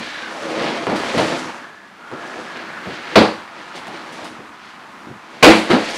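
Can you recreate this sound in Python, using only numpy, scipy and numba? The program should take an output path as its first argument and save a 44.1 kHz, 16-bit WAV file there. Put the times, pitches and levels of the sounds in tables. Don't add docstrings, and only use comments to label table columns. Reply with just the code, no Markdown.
import sys
import numpy as np
from scipy import signal
from scipy.fft import rfft, irfft
from scipy.io import wavfile
from scipy.ndimage import uniform_filter1d
from numba import njit

SR = 44100
rng = np.random.default_rng(int(sys.argv[2]) if len(sys.argv) > 2 else 0)


def to_wav(sig):
    pcm = np.clip(np.atleast_2d(sig), -1, 1) * 32767
    pcm = np.round(pcm).astype(np.int16)
    wavfile.write(sys.argv[1], SR, pcm.T)


N = 263277
T = np.arange(N) / SR
RING_T = T[:SR]


def undb(db):
    return 10 ** (np.asarray(db) / 20)


def unit(x):
    return x / np.sqrt(np.mean(x ** 2))


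def fade(t60_s):
    return np.exp(-np.log(1000) * RING_T / t60_s)


def build_up(rise_s):
    return 1 - np.exp(-RING_T / rise_s)


def swell(peak_s, rise_s, fall_s):
    away = np.maximum((peak_s - T) / rise_s, (T - peak_s) / fall_s)
    return np.exp(-np.abs(away) ** 1.4)


def octaves(size):
    return np.log2(np.maximum(np.fft.rfftfreq(size, 1 / SR), 1) / 1000)


def response(points, size):
    hz, db = np.transpose(points)
    return undb(np.interp(octaves(size), np.log2(hz / 1000), db))


def colour(x, points):
    return unit(irfft(rfft(x) * response(points, len(x)), len(x)))


def cut(x, order, edge_hz, keep):
    return signal.sosfilt(signal.butter(order, edge_hz, keep, fs=SR, output="sos"), x)


def add(out, start_s, x):
    i = int(start_s * SR)
    out[i:i + len(x)] += x[:N - i]


def walk(rate_hz):
    hold = max(int(SR / rate_hz), 1)
    steps = np.repeat(rng.standard_normal(N // hold + 1), hold)
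    return unit(uniform_filter1d(steps, hold)[:N])


@njit
def band_pass(x, hz, width_hz):
    y, band_state, low_state = np.empty(len(x)), 0., 0.
    for i in range(len(x)):
        tuning, damping = np.tan(np.pi * hz[i] / SR), width_hz / hz[i]
        band = (band_state + tuning * (x[i] - low_state)) / (1 + tuning * (tuning + damping))
        band_state = 2 * band - band_state
        low_state += 2 * tuning * band
        y[i] = damping * band
    return y


def resonance(x, hz, width_hz):
    return unit(band_pass(band_pass(x, hz, width_hz), hz, width_hz))


def slips(rate_hz, spread_db):
    sizes = undb(spread_db * np.minimum(rng.exponential(size=N), 5))
    return (rng.random(N) < rate_hz / SR) * sizes * rng.standard_normal(N)


def room(x, wet_db, t60_s=.45):
    tail = rng.standard_normal(SR) * fade(t60_s) * (RING_T > .004)
    return x + undb(wet_db) * signal.fftconvolve(x, tail / np.linalg.norm(tail))[:N]


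# frequency_hz, density_db
AMBIENT_SPECTRUM = [(25, -39), (70, -11.5), (130, -8.5), (210, 4.5), (320, -0.5), (480, -6), (1000, 1.5),
                    (4000, -18.5), (11000, -31.5), (16000, -45)]


def background():
    return colour(rng.standard_normal(N), AMBIENT_SPECTRUM) * undb(-43.5 + 2 * walk(7.5))


# peak_s, rise_s, fall_s, level_db, pitch_hz, glide_hz_per_s, width_hz
LEANS = [(.36, .07, 0.06, -35, 660, -800, 300), (.52, .12, .2, -31, 533, -80, 90),
         (.65, 0.2, 0.18, -29, 400, -400, 360), (1.23, 0.08, 0.13, -28, 508, -60, 80)]


def groan():
    out = np.zeros(N)
    waver = 1 + .05 * walk(14)
    friction = slips(rate_hz=2000, spread_db=2)
    for peak_s, rise_s, fall_s, db, hz, glide, width_hz in LEANS:
        pitch = (hz + glide * np.clip(T - peak_s, -2 * rise_s, fall_s)) * waver
        out += undb(db) * resonance(friction, pitch, width_hz) * swell(peak_s, rise_s, fall_s)
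    return out


# middle_s, half_length_s, pitch_hz, glide_hz_per_s, level_db
SQUEAKS = [(0.1, 0.22, 4000, -900, -43), (0.12, 0.1, 1700, -400, -39), (0.245, 0.085, 1590, -400, -36),
           (1.7, 0.2, 1690, 0, -44), (2.14, 0.12, 1410, 300, -37.5), (2.29, 0.13, 1665, 400, -38),
           (2.56, 0.13, 1660, 600, -41), (2.748, 0.074, 1496, 0, -37.5), (2.743, 0.061, 1740, 0, -42)]


def squeaks():
    out = np.zeros(N)
    waver = 1 + .016 * walk(13)
    friction = rng.standard_normal(N)
    for middle_s, half_s, hz, glide, db in SQUEAKS:
        pitch = (hz + glide * np.clip(T - middle_s, -half_s, half_s)) * waver
        envelope = np.exp(-((T - middle_s) / half_s) ** 2)
        out += undb(db) * envelope * resonance(friction, pitch, width_hz=.1 * hz)
    return out


# time_s, level_db, centre_hz
SLIDING = [(0, -38.5, 1440), (.67, -31, 1260), (.85, -36.5, 1310), (1.002, -29, 1290), (1.5, -32, 1090),
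           (1.72, -44, 1350), (1.97, -48, 1410), (2.14, -36.5, 1170), (3.05, -34.5, 1520),
           (3.5, -37.5, 1120), (4.25, -37.5, 1220), (4.45, -42.5, 1200), (5.15, -43, 1150),
           (5.96, -43, 1600)]


def scrape():
    time_s, *columns = np.transpose(SLIDING)
    db, centre_hz = (np.interp(T, time_s, column) for column in columns)
    friction = room(slips(rate_hz=4000, spread_db=-.7), wet_db=-8)
    friction = cut(friction, order=4, edge_hz=603, keep="high")
    return resonance(friction, centre_hz, width_hz=1320) * undb(db)


# peak_s, rise_s, fall_s, rasp_db, drag_offset_db, hiss_offset_db
STROKES = [(0.02, 0.17, 0.33, -31, -10.5, -12.5), (0.42, 0.18, 0.61, -46, 14.5, 4.5),
           (0.79, 0.04, 0.041, -41.5, 16.5, -1), (0.655, 0.13, 0.15, -28.5, 4.5, -13.5),
           (1.17, 0.29, 0.16, -29, -1.5, -12), (1.22, 0.11, 0.13, -32.5, 6.5, 0),
           (1.39, 0.28, 0.15, -39, 10.5, 0.5), (2.3, 0.16, 0.37, -47, 12.5, 0),
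           (2.57, 0.1, 0.21, -40, 2, -27), (2.93, 0.077, 0.12, -36.5, 0, -14),
           (3.14, 0.13, 0.081, -35, -2, -12), (3.61, 0.08, 0.21, -43.5, 3, -8.5),
           (3.77, 0.028, 0.046, -36.5, 0.5, -10.5), (3.96, 0.13, 0.13, -39.5, 4, -12),
           (4.22, 0.17, 0.13, -42, 6.5, -5), (4.68, 0.096, 0.1, -44.5, -23, -12),
           (5.43, 0.16, 0.2, -43, 2.5, -8.5), (5.69, 0.087, 0.12, -31.5, 3.5, -20),
           (5.88, 0.18, 0.088, -27.5, -7.5, -11), (5.96, 0.081, 0.13, -35.5, 2, 0)]


def stroke_gains():
    power = undb([[-60], [-55.5], [-63.5]]) ** 2
    for peak_s, rise_s, fall_s, db, drag_db, hiss_db in STROKES:
        crests = undb([[db + drag_db], [db], [db + hiss_db]])
        power = power + (crests * swell(peak_s, rise_s, fall_s)) ** 2
    return np.sqrt(power)


# frequency_hz, density_db
DRAG_SPECTRUM = [(25, -97), (70, -70), (120, -15.5), (200, -1.5), (330, 2), (450, -1.5), (650, -1),
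                 (950, -5.5), (1600, -19.5), (5000, -28.5), (16000, -97)]
RASP_SPECTRUM = [(200, -18.5), (1200, -5), (2200, 0.5), (3100, -4.5), (4400, -7), (5600, -17), (8000, -33),
                 (16000, -57)]
HISS_SPECTRUM = [(500, -13), (3500, -5.5), (6000, -5), (8000, -11.5), (11000, -19.5), (13000, -38),
                 (16000, -54)]


def rubbing():
    drag_gain, rasp_gain, hiss_gain = stroke_gains()
    friction = room(slips(rate_hz=6000, spread_db=.5), wet_db=-3.5)
    grip = walk(45)
    skin = colour(friction * undb(2 * grip), DRAG_SPECTRUM)
    air = unit(signal.fftconvolve(skin, air_ring(swell_s=.0073))[:N])
    drag = unit(skin + undb(-11) * air)
    rasp = colour(friction * undb(.7 * grip), RASP_SPECTRUM)
    hiss = colour(rng.standard_normal(N), HISS_SPECTRUM) * undb(1.3 * walk(60))
    return drag * drag_gain + rasp * rasp_gain + hiss * hiss_gain


# start_s, level_db, decay_s
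SKIPS = [(0.958, -36, 0.018), (0.99, -45, .005), (1.178, -29, .012), (3.756, -41.5, 0.032),
         (3.87, -36, .003), (3.88, -37, 0.0037), (4.123, -41.5, .025), (4.244, -38, 0.028)]
# frequency_hz, density_db
SKIP_SPECTRUM = [(100, -38), (1000, 2), (3500, 9), (6000, 2), (9500, 1), (12000, -11), (16000, -28)]


def skips():
    envelope = np.zeros(N)
    for start_s, db, decay_s in SKIPS:
        add(envelope, start_s, undb(db) * np.exp(-RING_T / decay_s))
    return room(envelope * colour(rng.standard_normal(N), SKIP_SPECTRUM), wet_db=-5)


# pitch_hz, level_db, t60_s
AIR_MODES = [(122, -15, .22), (189, -8.5, .32), (218, -3, .32), (251, -10, .26), (320, -.5, .32),
             (347, -9, .24), (428, -14, .3), (446, -11, .3), (495, -3, .31), (567, -10, .26),
             (698, -13, .27), (730, -12, .28), (798, -13, .28), (997, -18, .3), (1181, -17, .33),
             (1990, -21, .35), (2321, -21, .35), (2671, -21, .35)]


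def air_ring(swell_s):
    chance = rng.uniform(-1, 1, (len(AIR_MODES), 2))
    ring = np.zeros(SR)
    for (hz, db, t60_s), (detune, phase) in zip(AIR_MODES, chance):
        pitch = hz * (1 + .004 * detune)
        ring += undb(db) * fade(t60_s) * np.sin(2 * np.pi * pitch * RING_T + np.pi * phase)
    return ring * build_up(swell_s)


# start_s, level_db, rise_s, cutoff_hz
NUDGES = [(0, -30.5, 0.003, 1500), (0.88, -22, .006, 600), (0.964, -22.5, 0.0052, 600),
          (1.166, -9, 0.013, 400), (1.224, -20, .008, 240), (1.455, -28, 0.0041, 400),
          (2.119, -27.5, 0.0037, 800), (2.37, -33.5, 0.0052, 800), (2.865, -24, 0.0058, 600),
          (2.885, -28, 0.0044, 600), (3.577, -42, 0.0046, 800), (3.757, -47, 0.0066, 1500),
          (3.876, -28, .006, 800), (4.214, -34, .006, 800), (4.298, -35, 0.0078, 800),
          (4.385, -31.5, 0.0054, 600), (5.065, -23, 0.01, 300), (5.101, -27, 0.0068, 280),
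          (5.45, -8, .008, 230)]
# frequency_hz, density_db
THUD_SPECTRUM = [(25, -46), (70, -18.5), (122, -6), (260, -4.5), (480, -6), (1500, -11), (16000, -58)]


def nudges():
    out = np.zeros(N)
    for start_s, db, rise_s, cutoff_hz in NUDGES:
        ring = cut(air_ring(rise_s), order=2, edge_hz=300, keep="low")
        thud = colour(rng.standard_normal(SR), THUD_SPECTRUM) * fade(.27) * build_up(rise_s)
        push = cut(thud + undb(-6) * ring, order=2, edge_hz=cutoff_hz, keep="low")
        add(out, start_s, undb(db) * push)
    return out


# start_s, level_db, pitch_hz
BOUNCES = [(0.881, -12, 800), (0.9232, -7, 600), (1.185, -11, 1300), (1.1995, -6, 650), (1.2128, -8, 900),
           (1.301, -15, 600)]


def bounces():
    out = np.zeros(N)
    for start_s, db, hz in BOUNCES:
        cycles = hz * RING_T
        add(out, start_s, undb(db) * np.sin(2 * np.pi * cycles) * np.exp(-cycles))
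    return room(cut(out, order=2, edge_hz=110, keep="high"), wet_db=-4)


# frequency_hz, density_db
TICK_SPECTRUM = [(25, -43), (500, 20), (2200, 3), (5000, -19), (10000, -19.5), (16000, -67)]


def tick(decay_s):
    log_gain = np.log(response(TICK_SPECTRUM, SR))
    cepstrum = irfft(log_gain, SR) * (np.sign(.5 - RING_T) + np.sign(RING_T))
    pulse = irfft(np.exp(rfft(cepstrum)), SR) * np.exp(-RING_T / decay_s)
    return pulse / np.abs(pulse).max()


# frequency_hz, density_db, t60_s
SLAP_BANDS = [(25, -53, 0.24), (69.5, -15, 0.48), (146, -1, 0.27), (263, 3, 0.35), (520, 2.5, 0.38),
              (1060, -4.5, 0.41), (1530, -9, 0.41), (2100, -10, 0.39), (3020, -14.5, 0.39),
              (4660, -18, 0.4), (5280, -27, 0.41), (9950, -41.5, 0.54), (16000, -63, 0.15)]


def slap(tilt_db, contact_s, zing_hz, bass_lag_s):
    hz, db, t60 = np.transpose(SLAP_BANDS)
    band_octaves = np.log2(hz / 1000)
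    tilted_db = db + tilt_db * np.clip(band_octaves, -2, None)
    spectrum = rfft(colour(rng.standard_normal(SR), np.c_[hz, tilted_db]))
    detune = np.fft.rfftfreq(SR, 1 / SR) / zing_hz - 1
    spectrum *= undb(5 / (1 + (detune / .16) ** 2))
    out = np.zeros(SR)
    for share, band_hz, t60_s in zip(np.eye(len(hz)), hz, t60):
        band = irfft(spectrum * np.interp(octaves(SR), band_octaves, share), SR)
        rise_s = contact_s + bass_lag_s / (1 + (band_hz / 250) ** 2)
        out += band * fade(t60_s) * build_up(rise_s)
    return out


def dent_ring(hz, swell_s, flat_share=.25, recover_s=.03):
    pitch = hz * (1 - flat_share * np.exp(-RING_T / recover_s))
    phase = 2 * np.pi * (np.cumsum(pitch) / SR + rng.random())
    return 2 * np.sin(phase) * fade(t60_s=.19) * build_up(swell_s)


# start_s, level_db, tilt_db_per_octave, contact_s, boom_offset_db,
# zing_hz, dent_hz, dent_offset_db, swell_s
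JABS = [(0.8688, -17.5, -1.7, .0001, -12, 1300, 420, -9, .008),
        (0.8995, -23, -1.5, .0005, -4.5, 900, 330, -8, .012),
        (0.921, -19.5, -5, .0012, -9, 605, 320, -3, .008),
        (0.962, -31.5, 7, .0005, -6, 4400, 400, -6, .008), (1.036, -29, -3, .001, -10, 600, 560, -4, .012),
        (1.141, -18.5, -3.5, .003, -10, 528, 480, -5, .012),
        (1.179, -15.5, 1.2, .0012, -14, 620, 520, -7, .012),
        (2.115, -33, -3, .005, -10, 600, 400, -8, .012), (2.858, -32, -2, .005, -10, 600, 220, -4, .012),
        (3.1563, -1, -.1, .0003, 0, 4600, 760, -4, .018),
        (5.426, 2.5, 2.1, .0036, -12, 2400, 520, -6, .014), (5.462, -4, 1.5, .008, 4.5, 2000, 350, 5, .012),
        (5.55, -22, 6, .006, 4, 2400, 335, 3, .01), (5.691, -21, 0, .0033, -4, 1310, 400, -1, .008),
        (5.7025, -11, 1.7, .0016, -9, 1300, 430, -1.5, .003),
        (5.733, -17, -2, .004, 4.5, 760, 290, 5.5, .004)]


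def jabs():
    out = np.zeros(N)
    for start_s, db, tilt_db, contact_s, boom_db, zing_hz, dent_hz, dent_db, swell_s in JABS:
        hardness = 1 / (1 + contact_s / .0025)
        tick_db = -.5 + .29 * db
        add(out, start_s, undb(tick_db) * hardness * tick(decay_s=.0028))
        crack = slap(tilt_db, contact_s, zing_hz, bass_lag_s=.7 * swell_s)
        boom = undb(boom_db) * air_ring(swell_s)
        wobble = undb(dent_db) * dent_ring(dent_hz, swell_s)
        add(out, start_s, undb(db) * (crack + boom + wobble))
    return out


def scene():
    impacts = jabs() + bounces() + nudges()
    friction = skips() + rubbing() + scrape() + squeaks() + groan()
    return (impacts + friction + background())[None]


def record(dry, top_hz=15900):
    clipped = np.clip(dry, -1, 1)
    return signal.sosfilt(signal.ellip(10, .1, 70, top_hz, fs=SR, output="sos"), clipped)


dry = scene()
out = record(dry)
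to_wav(out)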